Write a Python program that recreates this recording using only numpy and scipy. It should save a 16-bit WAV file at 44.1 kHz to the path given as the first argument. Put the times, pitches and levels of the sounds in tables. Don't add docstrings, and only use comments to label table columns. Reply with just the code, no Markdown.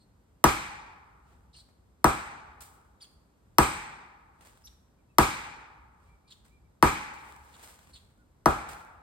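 import sys
import numpy as np
from scipy import signal
from scipy.fft import rfft, irfft, next_fast_len
from scipy.io import wavfile
from scipy.ndimage import uniform_filter1d

SR = 44100
rng = np.random.default_rng(int(sys.argv[2]) if len(sys.argv) > 2 else 0)


def master_out(mix):
    frames = np.transpose(np.atleast_2d(mix))
    ceiling = np.clip(frames, -1, 1)
    pcm = np.round(ceiling * 32767).astype(np.int16)
    wavfile.write(sys.argv[1], SR, pcm)


N = 397774

# (frequency [Hz], density [dB per Hz])
AIR_SPECTRUM = [(15, -108), (35, -93), (62, -77.5), (110, -88.5), (200, -91.5), (400, -99), (650, -103),
                (950, -103), (1600, -111), (3000, -119), (6000, -121), (9000, -121), (13000, -125),
                (16000, -140)]
# (frequency [Hz], likeness [0-1])
STEREO_LIKENESS = [(60, .96), (280, .72), (600, .2), (1100, .1), (2500, .2), (4200, .45), (6200, .4),
                   (8000, .92), (16000, .93)]
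# (time [s], length [s], level [dB], top pitch [Hz], glide to either side of the middle [share of pitch])
WHISTLES = [(4.977, 0.047, -83, 2370, -.08), (5.086, 0.05, -80, 2620, -0.028), (6.056, .12, -74, 2353, 0),
            (6.235, 0.082, -80, 2380, 0), (6.496, 0.099, -75.5, 2394, 0.0083), (6.63, 0.055, -83, 2326, 0),
            (8.173, 0.072, -75, 1456, -.02)]
# (frequency [Hz], relative level [dB])
LEAF_SPECTRUM = [(100, -4), (400, 6), (1000, 9), (2000, 4.5), (4000, -0.5), (6000, -2), (9000, 1.5),
                 (13000, -7.5), (16000, -9)]
# (time [s], level before STIR_GAIN_DB [dB])
STIR_LEVELS = [(7.161, -67), (7.238, -67), (7.296, -62), (7.394, -71), (7.619, -62), (7.632, -65.5),
               (7.908, -70.5), (7.92, -71)]
# (time [s], level [dB], t60 [s], tilt [dB per octave])
SNAPS = [(1.686, -64, 0.11, -1.5), (2.605, -48, 0.44, 3), (4.408, -53.5, 0.044, -1),
         (4.416, -59.5, 0.97, -1), (4.448, -60, 0.91, 0.5), (6.446, -64, 0.34, 0.5),
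         (7.136, -53.5, 0.16, 1), (7.446, -63, .1, 7), (7.627, -50, 0.61, 1), (7.683, -55, .08, 2),
         (7.789, -51, 0.024, 0.5), (8.687, -46, 0.51, 0)]
# (time [s], level of the palm's hiss [dB])
SLIDES = [(.009, -100), (1.558, -65), (3.009, -61), (4.666, -70.5), (6.298, -64), (7.535, -72.5),
          (7.938, -64)]
# (time [s], length [s], level [dB], middle pitch [Hz],
# glide [share of pitch], arch [share of pitch], roughness [0-1])
SQUEAKS = [(-.02, .08, -74.5, 4230, 0, 0.02, 0.33), (1.524, 0.044, -63.5, 4350, -0.018, 0, 0.69),
           (1.538, 0.032, -64, 2960, .05, -0.016, 0.45), (1.55, 0.044, -58.5, 4370, .15, 0, 0.39),
           (1.571, 0.057, -59.5, 4330, 0.0027, 0, 0.53), (2.999, 0.026, -63, 3480, -.25, -0.023, 0.49),
           (3.004, 0.044, -53, 4500, -.24, -0.044, 0.23), (3.033, 0.028, -61, 3255, -.1, 0, .45),
           (4.633, 0.051, -56, 5660, -0.009, .14, 0.3), (4.664, .028, -57.5, 3570, -.05, -0.024, 0.63),
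           (6.269, 0.045, -67.5, 4160, 0, 0.0045, 0.7), (6.296, 0.048, -56, 3950, -0.32, -.08, 0.71),
           (7.529, 0.042, -64, 3700, -.18, 0, 0.77), (7.925, 0.039, -58, 4270, -0.058, 0.017, .4),
           (7.943, .05, -58, 3690, -0.092, 0, .8)]
# (frequency [Hz], density [dB per Hz], t60 [s])
NEAR_ECHO = [(25, -68.5, 0.28), (50, -52.5, .2), (101, -50.5, .18), (150, -54.5, 0.27), (200, -53.5, 0.54),
             (320, -46, .3), (610, -51.5, 0.22), (900, -48, 0.33), (1310, -51.5, 0.5), (1550, -53.5, 0.38),
             (1910, -56, .22), (2340, -66, .2), (3000, -71.5, 0.16), (16100, -84, .19)]
# (frequency [Hz], density [dB per Hz], t60 [s])
FOREST_ECHO = [(25, -71, 0.73), (55.7, -59, 1.1), (100, -69.5, 1.2), (148, -64.5, 0.74), (193, -71, 1.7),
               (503, -72, 1.25), (710, -69.5, 1.3), (827, -60.5, 1.8), (1000, -65, 1.4), (1200, -64, 1.66),
               (1540, -65.5, 1.35), (2040, -63.5, 1.1), (2406, -59.5, 1.05), (2620, -65.5, .95),
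               (3100, -68, .9), (6100, -71, .75), (8900, -69, .61), (12500, -76, 0.49), (16000, -86.5, .4)]
# (frequency [Hz], relative level [dB], t60 [s], left over right [dB], rise [s])
WOOD_MODES = [(66, -16.5, 0.11, -2, 0.0037), (95, -9, 0.035, -2, 0.005), (127, -15, 0.085, -2, 0.0033),
              (183, -23, 0.1, -1, 0.004), (212, -17, 0.068, -1, 0.003), (257, -31.2, 0.094, -1, 0.0038),
              (320, -24.8, 0.13, 0, 0.0022), (331, -7.0, 0.041, -1, 0.0055),
              (348, -26.4, 0.104, -1, 0.0021), (383, -28, 0.106, -1, 0.0032),
              (491, -21.1, 0.094, 1, 0.0012), (532, -23.4, 0.099, 2, 0.001),
              (567, -25.3, 0.063, -2, 0.0015), (593, -9.5, 0.028, 2, 0.0038),
              (630, -27.8, 0.095, 1, 0.0019), (689, -25.3, 0.134, 6, 0.0044),
              (772, -29.2, 0.307, 2, 0.0072), (811, -11.8, 0.057, 10, 0.0021),
              (841, -21.2, 0.116, 2, 0.0013), (942, -27.7, 0.273, -10, 0.0026),
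              (977, -17.4, 0.156, -5, 0.006), (991, -7.3, 0.059, 8, 0.0077), (1024, -14.9, 0.077, 2, 0.001),
              (1064, -25.1, 0.118, 2, 0.0013), (1126, 7.6, 0.011, 6, 0.0016),
              (1127, -36.4, 0.43, -1, 0.0014), (1211, -19.0, 0.087, 4, 0.0016),
              (1251, -26.3, 0.354, 3, 0.0085), (1326, -24.8, 0.258, -1, 0.0174),
              (1399, -19.5, 0.045, 4, 0.0008), (1535, -21.5, 0.064, 1, 0.0005),
              (1635, -32.7, 0.102, 1, 0.0011), (1725, -29.5, 0.065, 1, 0.0013),
              (1930, -12.1, 0.009, 1, 0.0001), (2458, -38.4, 0.26, 0, 0.0021)]
# (centre [Hz], half width [Hz], share of the hollowness)
HOLLOW_BANDS = [(670, 130, 1), (900, 110, -0.26), (1380, 90, .7), (2200, 300, -.4)]
# (frequency [Hz], density before the blow's gain [dB per Hz])
CRACK_SPECTRUM = [(200, -69.5), (900, -46.5), (1800, -45), (2700, -49.5), (4400, -52.5), (5500, -52.5),
                  (7000, -59.5), (10000, -46), (12000, -51.5), (15000, -53), (16500, -64)]
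# (frequency [Hz], level before the blow's gain [dB], t60 [s])
STEEL_MODES = [(3290, -26, 0.0077), (5680, -14, 0.019), (8200, -19, 0.018), (9930, -16.5, 0.017),
               (12370, -22, 0.011)]
# (time [s], gain of knock and echo [dB], gain of crack [dB],
# hollowness [dB], treble of the echo [dB], ring of the axe head in the trees [dB])
BLOWS = [(0.4407, 0.5, 1.5, -1.5, -1.5, -47), (2.0431, -1, -4.5, 2, -5.5, -42.5),
         (3.584, .5, 0, -2, -2.5, -35), (5.1842, .5, 0, -1, -1, -46), (6.826, 1, -5.5, -4.5, -4.5, -63.5),
         (8.4585, -2.5, -8.5, 5.5, -8.5, -68)]

RIGHT_LEAD_S = .000245
RUMBLE_HZ, RUMBLE_DEPTH_DB, RUMBLE_RATE = 150, 2.5, 12
TICKS_PER_S, TICK_DB, TICK_S = 45, -1.5, .0012
STIR_GAIN_DB, STIR_TILT, STIR_RISE_S, STIR_T60 = 5.5, -0.34, 0.035, 1
SNAP_RISE_S = 0.0017
PALM_RISE_S, PALM_T60, PALM_TILT = 0.01, .42, 1.5
LIFT_LEAD_S, LIFT_DB, LIFT_RISE_S, LIFT_T60, LIFT_TILT = 0.34, -66.5, .1, 0.62, -2.4
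SLIP_JITTER = .115
RUB_DB, RUB_WIDTH_HZ = 0, 1600
SQUEAK_T60 = .56
NEAR_DELAY_S = .006
BELT_S, BELT_SPREAD_S, BELT_DB = 0.054, 0.014, 2
RING_T60 = .6
KNOCK_DELAY_S, KNOCK_LEAD_S = .0005, .00009
CONTACT_S, CRACK_RISE_S = .0007, .00015
EDGE_HZ = 16500


def amp(db):
    return 10 ** (np.asarray(db) / 20)


def read(table, hz, axis=1):
    columns = np.transpose(table)
    return np.interp(np.log(hz + 1), np.log(columns[0] + 1), columns[axis])


def evened(x):
    return x / np.sqrt(np.mean(x ** 2) + 1e-20)


def add(mix, s, sound):
    start = round(s * SR)
    sound = sound[:, max(-start, 0):]
    part = mix[:, max(start, 0):][:, :sound.shape[1]]
    part += sound[:, :part.shape[1]]


def colour(x, gain_db):
    size = next_fast_len(x.shape[-1] + 2048)
    gain = amp(gain_db(np.fft.rfftfreq(size, 1 / SR)))
    return irfft(rfft(x, size) * gain, size)[..., :x.shape[-1]]


def wander(size, rate):
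    knots = rng.standard_normal(4096)
    return evened(np.interp(np.arange(size) * rate / SR, np.arange(len(knots)), knots))


def noise(spectrum, size, direct=False):
    hz = np.fft.rfftfreq(size, 1 / SR)
    left, other = rfft(rng.standard_normal((2, size)))
    same = 1 if direct else read(STEREO_LIKENESS, hz)
    right = same * left + np.sqrt(1 - same ** 2) * other
    right = right * np.exp(2j * np.pi * hz * RIGHT_LEAD_S * (hz > 1600))
    return irfft(np.array([left, right]) * amp(read(spectrum, hz)), size) * np.sqrt(SR / 2)


def trees(sound, wet_db, t60):
    t = np.arange(SR // 2) / SR
    paths = rng.standard_normal((2, len(t))) * amp(-60 * t / t60)
    paths *= amp(wet_db) / np.linalg.norm(paths[0])
    paths[:, 0] += 1
    return signal.fftconvolve(sound, paths, axes=1)


def crackle(size, tilt, grain_db=0.83, clump_db=1.1, pivot_hz=4000):
    spectrum = [(hz, level + tilt * np.log2(hz / pivot_hz)) for hz, level in LEAF_SPECTRUM]
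    breaks = (rng.random(size) < TICKS_PER_S / SR) * rng.exponential(1, size)
    ticks = amp(TICK_DB) * signal.lfilter([1], [1, -np.exp(-1 / (TICK_S * SR))], breaks)
    unevenness = amp(grain_db * wander(size, 840) + clump_db * wander(size, 54))
    return evened(noise(spectrum, size=size) * (1 + ticks) * unevenness)


def burst(rise, t60, tilt):
    t = np.arange(SR) / SR
    fade = amp(-60 * np.maximum(t - rise, 0) / t60)
    return crackle(SR, tilt) * np.minimum(t / rise, 1) * fade


def air():
    swell = amp(.4 * wander(N, 2))
    still = noise(AIR_SPECTRUM, size=next_fast_len(N))[:, :N]
    rumble = colour(still, lambda hz: -20 * np.log10(1 + (hz / RUMBLE_HZ) ** 4))
    return (still - rumble) * swell + rumble * amp(RUMBLE_DEPTH_DB * wander(N, RUMBLE_RATE))


def bird(arch=0.08, waver=.008):
    out = np.zeros((2, N))
    for s, length, db, top_hz, glide in WHISTLES:
        u = np.linspace(-1, 1, int(length * SR))
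        pitch = top_hz * (1 - arch * u ** 2 + glide * u + waver * wander(len(u), 400))
        turn = 2 * np.pi * np.cumsum(pitch) / SR
        sides = np.array([np.sin(turn), np.cos(turn)])
        whistle = amp(db) * evened(sides * (1 - u ** 2))
        add(out, s, trees(whistle, wet_db=-7.5, t60=.35))
    return out


def stir():
    out = np.zeros((2, N))
    times, db = np.transpose(STIR_LEVELS)
    t = np.arange(times[0], times[-1] + STIR_T60, 1 / SR)
    dying_db = -60 * np.maximum(t - times[-1], 0) / STIR_T60
    level_db = STIR_GAIN_DB + np.interp(t, times, db) + dying_db
    fade_in = np.minimum((t - times[0]) / STIR_RISE_S, 1)
    add(out, times[0], fade_in * amp(level_db) * crackle(len(t), STIR_TILT))
    return out


def snaps():
    out = np.zeros((2, N))
    for s, db, t60, tilt in SNAPS:
        add(out, s, amp(db) * burst(SNAP_RISE_S, t60, tilt))
    return out


def squeak(length, hz, glide, arch, rough, octave_db=-7, wobble=0.08, grain_db=3):
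    size = int(length * SR)
    u = np.linspace(-1, 1, size)
    scatter = SLIP_JITTER * wander(size, 2300) + wobble * wander(size, 250)
    pitch = hz * (1 + glide * u / 2 - arch * u ** 2) * (1 + rough * scatter)
    turn = 2 * np.pi * (np.cumsum(pitch) / SR + np.array([[0], [RIGHT_LEAD_S]]) * pitch)
    tone = evened(np.sin(turn) + amp(octave_db) * np.sin(2 * turn))
    flat = noise([(hz, 0)], size=size)
    rub = evened(colour(flat, lambda f: -40 * np.log10(1 + ((f - pitch.mean()) / RUB_WIDTH_HZ) ** 2)))
    grain = amp(grain_db * rough * wander(size, 400))
    sound = (tone + rough * amp(RUB_DB) * rub) * np.hanning(size) * grain
    return trees(evened(sound), wet_db=-7.5, t60=SQUEAK_T60)


def swings():
    out = np.zeros((2, N))
    for s, db in SLIDES:
        add(out, s - LIFT_LEAD_S, amp(LIFT_DB) * burst(LIFT_RISE_S, LIFT_T60, LIFT_TILT))
        add(out, s, amp(db) * burst(PALM_RISE_S, PALM_T60, PALM_TILT))
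    for s, length, db, hz, glide, arch, rough in SQUEAKS:
        add(out, s, amp(db) * squeak(length, hz, glide, arch, rough))
    return out


def echo(table, size, delay, rise, lumpy_db, pan_db, patchy_db=1.8):
    hz, t, z = signal.stft(noise(table, size), SR, nperseg=256)
    patches = rng.standard_normal((len(t), len(hz)))
    patches = uniform_filter1d(patches, size=7, axis=0)
    patches = evened(uniform_filter1d(patches, size=3, axis=1)).T
    patches_db = patchy_db * patches * (hz / (hz + 500))[:, None]
    fade = amp(patches_db - 60 * t / read(table, hz, axis=2)[:, None])
    tail = signal.istft(z * fade, SR, nperseg=256)[1][:, :size]
    age = np.maximum(np.arange(size) / SR - delay, 0)
    pan = amp([[pan_db / 2], [-pan_db / 2]])
    return tail * (1 - np.exp(-age / rise)) * amp(lumpy_db * wander(size, 140)) * pan


def axe_head(hz=8150, width=260):
    t = np.arange(SR) / SR
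    band = colour(noise([(hz, 0)], size=SR), lambda f: -20 * np.log10(1 + ((f - hz) / width) ** 2))
    return evened(band) * amp(-60 * t / RING_T60)


def knock(lag_cycles=.8):
    t = np.arange(2 * SR) / SR
    out = np.zeros((2, 2 * SR))
    side_lead = np.array([[KNOCK_LEAD_S], [0]])
    for hz, db, t60, pan_db, rise in WOOD_MODES:
        age = np.maximum(t - KNOCK_DELAY_S - lag_cycles / hz + side_lead, 0)
        level = amp(db - 60 * age / t60 + np.array([[pan_db], [-pan_db]]) / 2)
        out -= np.sin(2 * np.pi * hz * age) * (1 - np.exp(-age / rise)) * level
    return out


def crack(splinter_db=-15, t60=0.065):
    t = np.arange(4096) / SR
    contact = np.exp(-(t / CONTACT_S) ** 4)
    splinter = amp(splinter_db - 60 * t / t60) * (1 - np.exp(-t / CONTACT_S))
    age = np.maximum(t - np.array([[RIGHT_LEAD_S], [0]]), 0)
    clink = sum(amp(db - 60 * age / ring) * np.sin(2 * np.pi * hz * age) for hz, db, ring in STEEL_MODES)
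    hit = noise(CRACK_SPECTRUM, size=4096, direct=True) * (contact + splinter)
    return (hit + clink) * (1 - np.exp(-t / CRACK_RISE_S))


def hollow_shape(hz):
    return sum(share / (1 + ((hz - centre) / width) ** 2) for centre, width, share in HOLLOW_BANDS)


def blows(shifting=0.44, treble_hz=2200):
    out = np.zeros((2, N))
    size = 2 * SR
    wood = knock()
    near = echo(NEAR_ECHO, size, delay=NEAR_DELAY_S, rise=0.00074, lumpy_db=0.5, pan_db=0.0)
    belt = amp(BELT_DB * np.exp(-((np.arange(size) / SR - BELT_S) / BELT_SPREAD_S) ** 2))

    def far_echo():
        return belt * echo(FOREST_ECHO, size, delay=0.0011, rise=.004, lumpy_db=0.0, pan_db=0.76)

    forest = far_echo()
    for s, knock_db, crack_db, hollow_db, treble_db, ring_db in BLOWS:
        far = np.sqrt(1 - shifting) * forest + np.sqrt(shifting) * far_echo()
        scatter = colour(near + far, lambda hz: treble_db * hz ** 6 / (hz ** 6 + treble_hz ** 6))
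        body = colour(wood + scatter, lambda hz: knock_db + hollow_db * hollow_shape(hz))
        add(out, s, amp(crack_db) * crack())
        add(out, s, amp(ring_db) * axe_head())
        add(out, s, body)
    return out


def scene():
    return air() + bird() + stir() + snaps() + swings() + blows()


def record(dry, ceiling=0.92, rumble_hz=32):
    dry = signal.sosfilt(signal.butter(5, rumble_hz, "highpass", fs=SR, output="sos"), dry)
    rounded = dry / (1 + (dry / ceiling) ** 4) ** (1 / 4)
    band_limit = signal.firwin(255, EDGE_HZ, window=("kaiser", 9), fs=SR)
    return signal.oaconvolve(rounded, band_limit[None], "same", axes=1)


dry = scene()
out = record(dry)
master_out(out)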